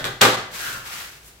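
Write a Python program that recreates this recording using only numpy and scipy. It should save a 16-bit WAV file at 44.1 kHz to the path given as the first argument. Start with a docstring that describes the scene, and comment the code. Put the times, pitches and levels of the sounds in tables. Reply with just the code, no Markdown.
"""A bare, echoing room with a faint hum and rush: steel scissors with plastic handles are put down on a table.
They touch, drop flat with a clack and settle: noise cracks, damped modes of table and steel, decaying echo.
Stiff satin is then dragged across the table in two pulls: grainy noise hiss, and a weave rasp of noise bands
around a gliding pitch. A hand bearing on the table and fingers on the cloth's edge are soft noise swells."""
import sys
import numpy as np
from scipy import signal
from scipy.fft import rfft, irfft, next_fast_len
from scipy.io import wavfile
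from scipy.ndimage import map_coordinates

SR = 44100
rng = np.random.default_rng(int(sys.argv[2]) if len(sys.argv) > 2 else 0)


def to_wav(sig):
    """Store sig (one row per channel, or 1-D mono) as 16-bit WAV at the path in sys.argv[1].

    Samples outside -1..1 are clipped; the rate is SR.
    """
    pcm = np.clip(np.atleast_2d(sig), -1, 1) * 32767
    pcm = np.round(pcm).astype(np.int16)
    wavfile.write(sys.argv[1], SR, pcm.T)  # frames by channels


N = 61740

# left-right likeness of the sound field: (frequency [Hz], correlation)
LIKENESS = [(60, 0.9), (130, 0.975), (290, 0.93), (640, 0.69), (1400, 0.05), (15000, 0.023)]


def amp(db):
    """Decibels to gain."""
    return 10 ** (np.asarray(db) / 20)


def unit(x):
    """Scaled to rms 1."""
    return x / np.sqrt(np.mean(x ** 2) + 1e-20)


def along(points, hz):
    """(Hz, value) points interpolated on a log frequency axis."""
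    f, v = np.transpose(points)
    return np.interp(np.log(hz + 1), np.log(f + 1), v)


def clock():
    """The time of each sample [s]."""
    return np.arange(N) / SR


def curves(rows):
    """One value per sample for each column after the time."""
    s, *cols = np.transpose(rows)
    return [np.interp(clock(), s, c) for c in cols]


def wobble(knots_per_s):
    """A smooth random curve of rms 1."""
    knots = rng.standard_normal(N // 4)
    return unit(map_coordinates(knots, [clock() * knots_per_s + 2], mode="wrap"))


def filtered(x, response):
    """x times a response of frequency, zero-padded."""
    m = next_fast_len(N + 8192)
    return irfft(rfft(x, m) * response(np.fft.rfftfreq(m, 1 / SR)), m)[..., :N]


def half_angle(hz):
    """Half the left-right angle [rad] whose cosine is the likeness."""
    return np.arccos(np.clip(along(LIKENESS, hz), -1, 1)) / 2


def rush(spectrum, tilt=0):
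    """Stereo noise of rms 1 as the room spreads it: alike in the bass, unrelated in the treble."""
    def response(hz):
        turn = half_angle(hz)
        colour = amp(along(spectrum, hz) + tilt * np.log2(1 + hz / 1000))
        return colour * [np.cos(turn), np.sin(turn)]
    mid, side = filtered(rng.standard_normal((2, N)), response)
    return unit(np.array([mid + side, mid - side]))


def room_tone():
    """Steady low sines for the hum and a faint stationary noise rush."""
    # (frequency [Hz], level [dB])
    hum_lines = [(48.4, -65), (59, -60.5), (142, -65)]
    # rush level [dB] and its spectrum: (frequency [Hz], level [dB])
    floor_db = -52
    floor_spectrum = [(20, -15), (60, -3), (150, -9.5), (400, -11.5), (1500, -18), (5000, -21),
                      (15800, -28)]
    hum = 0
    for hz, db in hum_lines:
        hum = hum + amp(db) * np.sqrt(2) * np.sin(2 * np.pi * (hz * clock() + rng.random()))
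    return hum + amp(floor_db) * rush(floor_spectrum)


def touches(rows, tone):
    """Soft noise swells, each at half amplitude one half length from its peak."""
    return rush(tone) * sum(amp(db) / (1 + ((clock() - s) / half_s) ** 2) for s, db, half_s in rows)


def palm():
    """A hand bears on the table: dull, bass-heavy swells."""
    # (time [s], level [dB], half length [s])
    presses = [(.058, -36, 0.069), (.54, -49, 0.025), (.692, -42.5, 0.0079), (.76, -46.5, 0.078)]
    # (frequency [Hz], level [dB])
    palm_tone = [(50, -6), (90, -13), (125, 6.5), (200, -7), (350, -6), (700, -5.5), (2000, -38)]
    return touches(presses, palm_tone)


def brush():
    """Fingers brush the cloth's edge: a bright swell."""
    # (time [s], level [dB], half length [s])
    strokes = [(1.279, -47, 0.032)]
    # (frequency [Hz], level [dB])
    brush_tone = [(500, -25), (3000, -4), (7000, 4.5), (12000, 2.5), (15800, -0.5)]
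    return touches(strokes, brush_tone)


def cloth_hiss():
    """Grainy friction of sliding satin, fluttering as folds pass, brighter when it is pulled harder."""
    # (time [s], level [dB])
    slide = [(.47, -72), (.51, -46.5), (.545, -34), (.6, -30.5), (.69, -30.5), (.75, -33.5), (.79, -37),
             (.825, -41.5), (.87, -36.5), (.92, -33), (1.02, -34.5), (1.08, -38.5), (1.15, -44),
             (1.21, -50.5), (1.27, -50), (1.4, -57.5)]
    # (frequency [Hz], level [dB])
    hiss_spectrum = [(40, -22), (130, -3), (220, -12), (400, -8.5), (700, -7), (1100, -0.5), (2200, 2.5),
                     (3800, -0.5), (5500, -2), (8200, -4.5), (9300, -8.5), (11500, -5), (15800, -9)]
    grain_db, grain_knots_per_s = 1.0, 410
    flutter_db, flutter_knots_per_s = .7, 45
    sheen_hz, sheen_db_per_db = 7100, 0.15
    level_db, = curves(slide)
    grain = np.array([wobble(grain_knots_per_s), wobble(grain_knots_per_s)])
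    flutter = wobble(flutter_knots_per_s)
    hiss = rush(hiss_spectrum) * amp(grain_db * grain + flutter_db * flutter)
    sheen = filtered(hiss, lambda hz: 1 - 1 / (1 + (hz / sheen_hz) ** 4))
    sheen_gain = amp(sheen_db_per_db * (level_db - level_db.max()))
    return amp(level_db) * (hiss - sheen + sheen * sheen_gain)


def cloth_rasp():
    """Threads catch at a rate following the pull: a rough band and weak octave, ringing on in the room."""
    # (time [s], pitch [Hz], level [dB])
    pull = [(.5, 999, -63), (.555, 1080, -46), (.59, 1720, -39.5), (.63, 1620, -35.5), (.685, 1500, -31.5),
            (.72, 1540, -39.5), (.752, 1430, -34.5), (.79, 1420, -42), (.83, 1400, -44.5),
            (.88, 1200, -45.5), (.925, 1230, -41), (.97, 1380, -46.5), (1.02, 1600, -42.5),
            (1.08, 1600, -51), (1.2, 1600, -62.5), (1.4, 1500, -84)]
    # resonances that the rasp excites: (frequency [Hz], width [Hz], level [dB])
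    sing = [(1410, 23, -0.5), (1608, 25, -0.5), (2740, 48, 9.5)]
    core_knots_per_s, skirt_knots_per_s = 290, 910
    skirt_db, octave_db, sing_db = 3, -8, -1
    echo_db, echo_t60_s = -3, .25
    pitch_hz, level_db = curves(pull)
    phase = 2 * np.pi * np.cumsum(pitch_hz) / SR

    def band(carrier, rate):
        def side():
            return wobble(rate) * np.cos(carrier) + wobble(rate) * np.sin(carrier)
        return np.array([side(), side()])

    def body(f):
        modes = sum(amp(db) * 1j * f * w / (c * c - f * f + 1j * f * w) for c, w, db in sing)
        return 1 + amp(sing_db) * modes

    rasp = band(phase, core_knots_per_s)
    rasp = rasp + amp(skirt_db) * band(phase, skirt_knots_per_s)
    rasp = rasp + amp(octave_db) * band(2 * phase, skirt_knots_per_s)
    rasp = amp(level_db) * unit(filtered(rasp, body))
    walls = rng.standard_normal((2, N)) * amp(-60 * clock() / echo_t60_s)
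    walls = walls / np.linalg.norm(walls[0])
    return rasp + amp(echo_db) * signal.fftconvolve(rasp, walls, axes=1)[:, :N]


def ring(modes, age):
    """Damped modes wavering in phase; the higher ones reach left and right out of step."""
    rise_s, drift_rad, drift_knots_per_s = 0.0023, .3, 40
    out = np.zeros((2, N))
    for hz, db, t60 in modes:
        apart = half_angle(hz) * rng.choice([-1, 1]) * np.array([[1], [-1]])
        phase = apart + drift_rad * wobble(drift_knots_per_s)
        out += amp(db - 60 * age / t60) * np.sin(2 * np.pi * hz * age + phase)
    return out * (1 - np.exp(-age / rise_s))


def echo(noise, start):
    """Noise decaying per frequency, the early part louder and faintly uneven; the bass builds up later."""
    # (frequency [Hz], t60 [s])
    room_decay = [(80, 0.71), (250, 0.31), (600, 0.58), (1500, 0.55), (3900, 0.51), (7000, 0.46),
                  (14000, 0.33)]
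    early_db, early_s = 1.5, 0.037
    ripple_db, ripple_knots_per_s = 0.5, 630
    split_hz, bass_rise_s, treble_rise_s = 1800, 0.0071, 0.0018
    hz, t, z = signal.stft(noise, SR, nperseg=256)
    fade = amp(-60 * np.maximum(t - start, 0) / along(room_decay, hz)[:, None])
    tail = signal.istft(z * fade, SR, nperseg=256)[1][:, :N]
    age = np.maximum(clock() - start, 0)
    early = 1 / (1 + (age / early_s) ** 10)
    tail = tail * amp(early * (early_db + ripple_db * wobble(ripple_knots_per_s)))
    bass = filtered(tail, lambda hz: 1 / (1 + (hz / split_hz) ** 4))
    treble = tail - bass
    return bass * (1 - np.exp(-age / bass_rise_s)) + treble * (1 - np.exp(-age / treble_rise_s))


def scissors():
    """Each contact cracks, rings table and steel, and fills the room; the level dips briefly once."""
    # (time [s], level [dB], brightness [dB per octave], table ring [dB], scissors ring [dB],
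    #  handle clack [dB], crack [dB])
    contacts = [(-.004, -33, 0.5, -16, 4.5, -21, 12), (0.0425, -28.5, 1.7, -1, 3, 1, 10),
                (0.0529, -37.5, 8, 3, 4, -6, 16), (0.2106, -20, -5.5, -6.5, -17, -4.5, 12.5),
                (0.2126, -25, 5.5, -13, -21, 1, 13.5), (0.215, -9, 0.5, -2, -6, -12.5, 14.5),
                (.2188, -22.5, 8, -7.5, -7, -22, 12), (0.2521, -18, -8, -6, -4.5, -14, 19.5),
                (.3435, -33.5, 0.5, -10, 1, -1, 15.5)]
    # contact colour, and hollow clack of the handles: (frequency [Hz], level [dB])
    knock = [(35, -29), (70, -20.5), (120, -14.5), (220, -3.5), (400, -4), (900, -4), (1250, -0.5),
             (2100, -4.5), (2800, -6), (3800, -6.5), (5500, -11.5), (8200, -15), (9400, -22), (11500, -18),
             (15800, -26.5)]
    handle = [(900, -37), (1250, -12), (1530, 6.5), (2200, -8), (2850, -12), (3330, 0), (3700, -3),
              (4300, -6), (5000, -23), (9000, -44)]
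    # modes of the table and of the scissors: (frequency [Hz], level [dB], t60 [s])
    table_modes = [(118.2, -1, 0.54), (373.5, -1.5, 0.47), (415, 2.5, 0.33), (511, -0.5, 0.44),
                   (602, -9.5, 0.45), (781.4, -1.5, 0.47), (804, -1, 0.43), (890, -1.5, 0.36),
                   (980, -16, 0.38), (1162, -0.5, 0.35), (1184, 0.5, 0.44), (1228, 1, 0.46),
                   (1384, -8, 0.32), (1656, -0.5, 0.33), (1677, -7, 0.24), (2390, 3, 0.2), (3086, -8, 0.4)]
    steel_modes = [(575, 4.5, 0.2), (745, -3.5, 0.25), (1079, -2, 0.32), (1470, 4.5, 0.2),
                   (1526, 8.5, 0.17), (1610, -0.5, 0.31), (1773, 2, 0.39), (1928, 1, 0.32),
                   (2016, -6, 0.81), (3310, 0.5, 0.33), (3680, -7, 0.23), (3750, -1, 0.2)]
    all_table_db, all_steel_db, echo_db = -8.5, -10.5, -1
    crack_decay_s, crack_band_hz = .0019, [2200, 11500]
    dip_s, dip_half_s, dip_db = .366, .004, -7  # half length to 1/e of the dip in dB
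    crack_filter = signal.butter(1, crack_band_hz, "bandpass", fs=SR, output="sos")
    out = np.zeros((2, N))
    for start, db, tilt, table_db, steel_db, handle_db, crack_db in contacts:
        age = np.maximum(clock() - start, 0)

        def impact():
            return rush(knock, tilt) + amp(handle_db) * rush(handle)

        burst = impact() * (age > 0) * np.exp(-age / crack_decay_s)
        crack = signal.sosfilt(crack_filter, burst)
        tail = echo(impact(), start)
        modes = amp(all_table_db + table_db) * ring(table_modes, age)
        modes += amp(all_steel_db + steel_db) * ring(steel_modes, age)
        out += amp(db) * (amp(crack_db) * crack + amp(echo_db) * tail + modes)
    return out * amp(dip_db * np.exp(-((clock() - dip_s) / dip_half_s) ** 2))


def scene():
    """Room, hands, cloth and scissors, slightly to the left."""
    left_over_right_db = 1
    sound = room_tone() + palm() + brush() + cloth_hiss() + cloth_rasp() + scissors()
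    return sound * amp(np.array([[left_over_right_db], [-left_over_right_db]]) / 2)


def record(dry):
    """The recorder rounds off the highest peaks and keeps nothing above its band limit."""
    overload, top_hz = 0.79, 15900
    rounded = dry / (1 + np.abs(dry / overload) ** 6) ** (1 / 6)
    return filtered(rounded, lambda hz: np.clip((top_hz - hz) / 200 + .5, 0, 1))


dry = scene()
out = record(dry)
to_wav(out)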